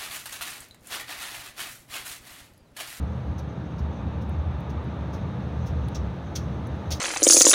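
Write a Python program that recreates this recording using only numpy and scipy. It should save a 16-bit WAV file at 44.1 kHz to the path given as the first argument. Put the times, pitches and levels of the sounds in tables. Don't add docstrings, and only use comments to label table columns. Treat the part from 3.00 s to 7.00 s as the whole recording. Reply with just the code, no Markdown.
import sys
import numpy as np
from scipy import signal
from scipy.fft import rfft, irfft
from scipy.io import wavfile
from scipy.ndimage import uniform_filter1d

SR = 44100
rng = np.random.default_rng(int(sys.argv[2]) if len(sys.argv) > 2 else 0)


def unload_wav(signal):
    wavfile.write(
        sys.argv[1],
        SR,
        np.round(np.clip(np.atleast_2d(signal).T, -1, 1) * 32767).astype(np.int16),
    )


N = 176400
TIME = np.arange(N) / SR

# time_s, level_db
WINDOW_HISS_LEVEL = [(0, -59), (1.5, -60), (2.6, -56.5), (3.3, -57.5), (4, -55.5)]


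def from_db(db):
    return 10 ** (np.asarray(db) / 20)


def unit_rms(x):
    return x / np.sqrt(np.mean(x ** 2) + 1e-20)


def level(rows):
    return from_db(np.interp(TIME, *np.transpose(rows)))


def drift(rate_hz):
    hz = np.arange(N // 2 + 1) * SR / N
    return unit_rms(irfft(rfft(rng.standard_normal(N)) / (1 + (hz / rate_hz) ** 2) ** 2, N))


def noise(spectrum, shape=lambda hz: 1):
    hz = np.maximum(np.arange(N // 2 + 1) * SR / N, 1)
    points_hz, points_db = np.transpose(spectrum)
    gain = from_db(np.interp(np.log(hz), np.log(points_hz), points_db))
    skirts = np.minimum(hz / points_hz[0], 1) ** 2 * np.minimum(points_hz[-1] / hz, 1) ** 2
    return unit_rms(irfft(rfft(rng.standard_normal(N)) * gain * skirts * shape(hz), N))


def treble_band(centre_hz, width_hz):
    return noise([(3000, 0), (16000, 0)], lambda hz: np.exp(-((hz - centre_hz) / width_hz) ** 2))


def evened(x, window_s):
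    return x / np.sqrt(uniform_filter1d(x ** 2, max(int(window_s * SR), 1)) + 1e-9)


def tone(hz):
    return np.sqrt(2) * np.sin(2 * np.pi * (np.cumsum(hz) / SR + rng.random()))


def resonance(x, hz, width_hz):
    radius = np.exp(-np.pi * width_hz / SR)
    feedforward = np.array([1, 0, -1]) * (1 - radius ** 2) / 2
    feedback = [1, -2 * radius * np.cos(2 * np.pi * hz / SR), radius ** 2]
    return signal.lfilter(feedforward, feedback, x + 1e-18)


def cabin_boom():
    # time_s, level_db
    swells = [(0, -25), (.09, -27), (.19, -39), (.30, -26.5), (.55, -41), (.75, -42.5), (.83, -24.5),
              (.94, -37.5), (1.07, -28.5), (1.25, -35), (1.40, -22.5), (1.52, -28), (1.65, -35.5),
              (1.78, -25.5), (1.88, -41), (1.98, -31.5), (2.10, -36.5), (2.20, -28.5), (2.35, -41),
              (2.57, -29), (2.67, -32.5), (2.74, -25), (2.84, -26.5), (2.93, -35), (3.0, -26), (3.19, -38),
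              (3.44, -30), (3.63, -37), (3.74, -30), (3.85, -40.5), (3.94, -24), (4, -43)]
    # frequency_hz, density_db
    colour = [(25, -57), (40, -32), (50, -22), (62, -6), (73, 4.5), (84, -4.5), (100, -11.5), (140, -44.5)]
    pitch_hz, wander_hz = 74.13, 4.96
    ring = from_db(-4) * tone(pitch_hz + wander_hz * drift(17.6))
    buffeting = from_db(-4.5) * noise(colour)
    return from_db(-1.5) * level(swells) * evened(ring + buffeting, window_s=0.1)


def road_and_wind():
    # frequency_hz, density_db
    rumble_colour = [(25, -30), (50, -23.5), (75, 2), (100, 2.5), (165, 1), (205, -3), (240, -9),
                     (295, -7.5), (340, -13), (450, -21), (700, -29.5), (1500, -51)]
    rush_colour = [(200, -11.5), (400, -1), (520, 1), (720, -3), (900, -3), (1080, -9.5), (1190, -5),
                   (1350, -9.5), (1700, -13), (2100, -20.5), (3000, -28.5), (4500, -31), (8000, -76)]
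    hiss_colour = [(1500, 3.5), (2600, 4.5), (3100, 1.5), (3800, 4.5), (4700, -10.5), (5400, -7.5),
                   (6400, -8.5), (7200, -19), (8300, -19), (9400, -18.5), (10500, -24.5), (16000, -27.5)]
    # time_s, level_db
    rumble_level = [(0, -36.5), (.6, -34.5), (1.1, -31.5), (1.6, -34), (2.3, -33), (2.9, -32.5), (3.3, -34),
                    (3.5, -31.5), (4, -36)]
    rush_level = [(0, -44.5), (.6, -45), (1.0, -44.5), (1.4, -44.5), (1.75, -43), (2.4, -43.5),
                  (3.3, -43.5), (4, -42.5)]
    rumble = level(rumble_level) * evened(noise(rumble_colour), window_s=0.22)
    rush = from_db(1.1) * level(rush_level) * noise(rush_colour)
    hiss = level(WINDOW_HISS_LEVEL) * noise(hiss_colour)
    return rumble + rush + hiss


def locomotives():
    # pitch_hz, level_db
    partials = [(124, -40), (172, -46), (205, -48), (297, -56), (501, -60)]
    # frequency_hz, density_db
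    roar_colour = [(600, -15), (800, -2.5), (930, 1.5), (1080, -6.5), (1180, 0), (1400, -19), (1850, -17.5),
                   (2150, -16.5), (2600, -16), (3100, -23.5), (3700, -16.5), (4500, -38.5)]
    # time_s, level_db
    drone_level = [(0, 2.5), (1.1, 0), (1.5, -6.5), (2.0, -6), (2.3, 4.5), (3.0, 3), (3.3, -6.5), (4, 0.5)]
    roar_level = [(0, -68), (.55, -56.5), (.95, -49), (1.4, -50), (1.75, -48.5), (2.1, -49.5), (2.6, -52.5),
                  (3.3, -58), (4, -54)]
    wander_share, flutter_db = .012, 1.5
    drone = np.zeros(N)
    for hz, db in partials:
        gain = from_db(db + flutter_db * drift(5.7))
        drone += gain * tone(hz * (1 + wander_share * drift(10)))
    return level(drone_level) * drone + level(roar_level) * noise(roar_colour)


def sizzle():
    # centre_hz, level_db
    bands = [(4600, 2), (7600, -1.5), (8400, -6), (9300, -2), (10200, -12), (11000, -4), (12000, -4),
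             (12900, -5.5), (13800, -10)]
    # time_s, level_db
    fade = [(0, -85.5), (.28, -87), (.45, -100), (2.9, -100), (3.3, -90), (4, -88)]
    flicker_db = 3.5
    treble = sum(from_db(db + flicker_db * drift(25)) * treble_band(hz, width_hz=550) for hz, db in bands)
    return level(fade) * treble


def thin_sing():
    flicker_db = 4
    wavering = from_db(-17.5 + flicker_db * drift(30))
    return level(WINDOW_HISS_LEVEL) * wavering * treble_band(centre_hz=6160, width_hz=570)


def spits():
    # start_s, level_db, hold_s, decay_s (time constant), centre_hz, treble_db, whistle_hz
    events = [(0.38, -50.5, 0.011, 0.0092, 5400, 1.5, 5980), (0.781, -54.5, .011, 0.012, 3900, -2, 3800),
              (1.209, -61.5, .012, .014, 5200, 4, 5400), (1.694, -55, 0.0076, 0.0084, 4200, 2, 3350),
              (2.127, -54, 0.015, 0.021, 5240, 0.5, 5100), (2.657, -51.5, 0.017, 0.016, 5400, 1, 5440),
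              (2.945, -40, 0.0098, 0.012, 5800, -7.5, 5440), (3.352, -31.5, 0.0083, 0.012, 6060, -3, 3270),
              (3.905, -31, 0.018, 0.017, 5300, 0, 5100)]
    # frequency_hz, density_db
    colour = [(1200, -29), (2200, -4), (2900, -10), (3500, -1.5), (4200, -6.5), (5300, -3), (6300, 0),
              (7100, -12.5), (7800, -18), (8700, -17.5), (9400, -9), (10200, -18), (13200, -13),
              (14700, -11), (16000, -16)]
    # pitch_hz, width_hz, gain_db
    rings = [(2710, 39, 7.5), (3250, 43, -6.5), (3880, 31, 1.5), (4500, 25, 4), (5210, 10, -3),
             (5630, 67, -6), (5720, 30, -1), (6470, 35, -7), (7300, 38, 1.5), (9180, 80, 0),
             (14700, 160, -4)]
    attack_s, opening_share, sputter_db = 0.0018, 0.3, 1
    skirt_db, treble_from_hz = -1.5, 8000
    tail_db, tail_s = -23.5, 0.063
    out = np.zeros(N)
    for start_s, db, hold_s, decay_s, centre_hz, treble_db, whistle_hz in events:
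        def own_colour(hz):
            hump = np.exp(-np.log2(hz / centre_hz) ** 2)
            return (hump + from_db(skirt_db)) * from_db(treble_db * (hz > treble_from_hz))
        age = TIME - start_s
        opening = np.clip(age / attack_s, 0, 1)
        building = np.interp(age, [0, 1.26 * hold_s], [opening_share, 1])
        since_hold = np.maximum(age - hold_s, 0)
        dying = np.exp(-since_hold / decay_s) + from_db(tail_db) * np.exp(-since_hold / tail_s)
        sputter = from_db(db + sputter_db * drift(600))
        burst = sputter * opening * building * dying * noise(colour, own_colour)
        out += burst + resonance(burst, whistle_hz, width_hz=64)
    return out + sum(from_db(db) * resonance(out, hz, width_hz) for hz, width_hz, db in rings)


def ticks():
    # start_s, level_db, body_share (0-1)
    contacts = [(1.295, -45.5, 0), (1.606, -46, 0), (1.843, -55, 0), (2.880, -56, .5), (2.8854, -40, 1),
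                (2.889, -46, 1), (3.672, -46.5, 0.3)]
    # frequency_hz, density_db
    edge_colour = [(5000, -16), (7500, -13), (9400, 5), (12000, -5), (16000, -2)]
    body_colour = [(1500, -14), (3500, 15), (6000, 0), (8000, -21)]
    decay_s = 0.00052
    edge, body = noise(edge_colour), noise(body_colour)
    out = np.zeros(N)
    for start_s, db, body_share in contacts:
        envelope = (TIME >= start_s) * np.exp(-np.abs(TIME - start_s) / decay_s)
        out += from_db(db) * envelope * (edge + body_share * body)
    return out


def scene():
    return (cabin_boom() + road_and_wind() + locomotives() + sizzle() + thin_sing() + spits() + ticks())[None]


def record(dry):
    cutoff_hz = 15900
    return signal.sosfilt(signal.ellip(12, .1, 80, cutoff_hz, fs=SR, output="sos"), dry)


dry = scene()
out = record(dry)
unload_wav(out)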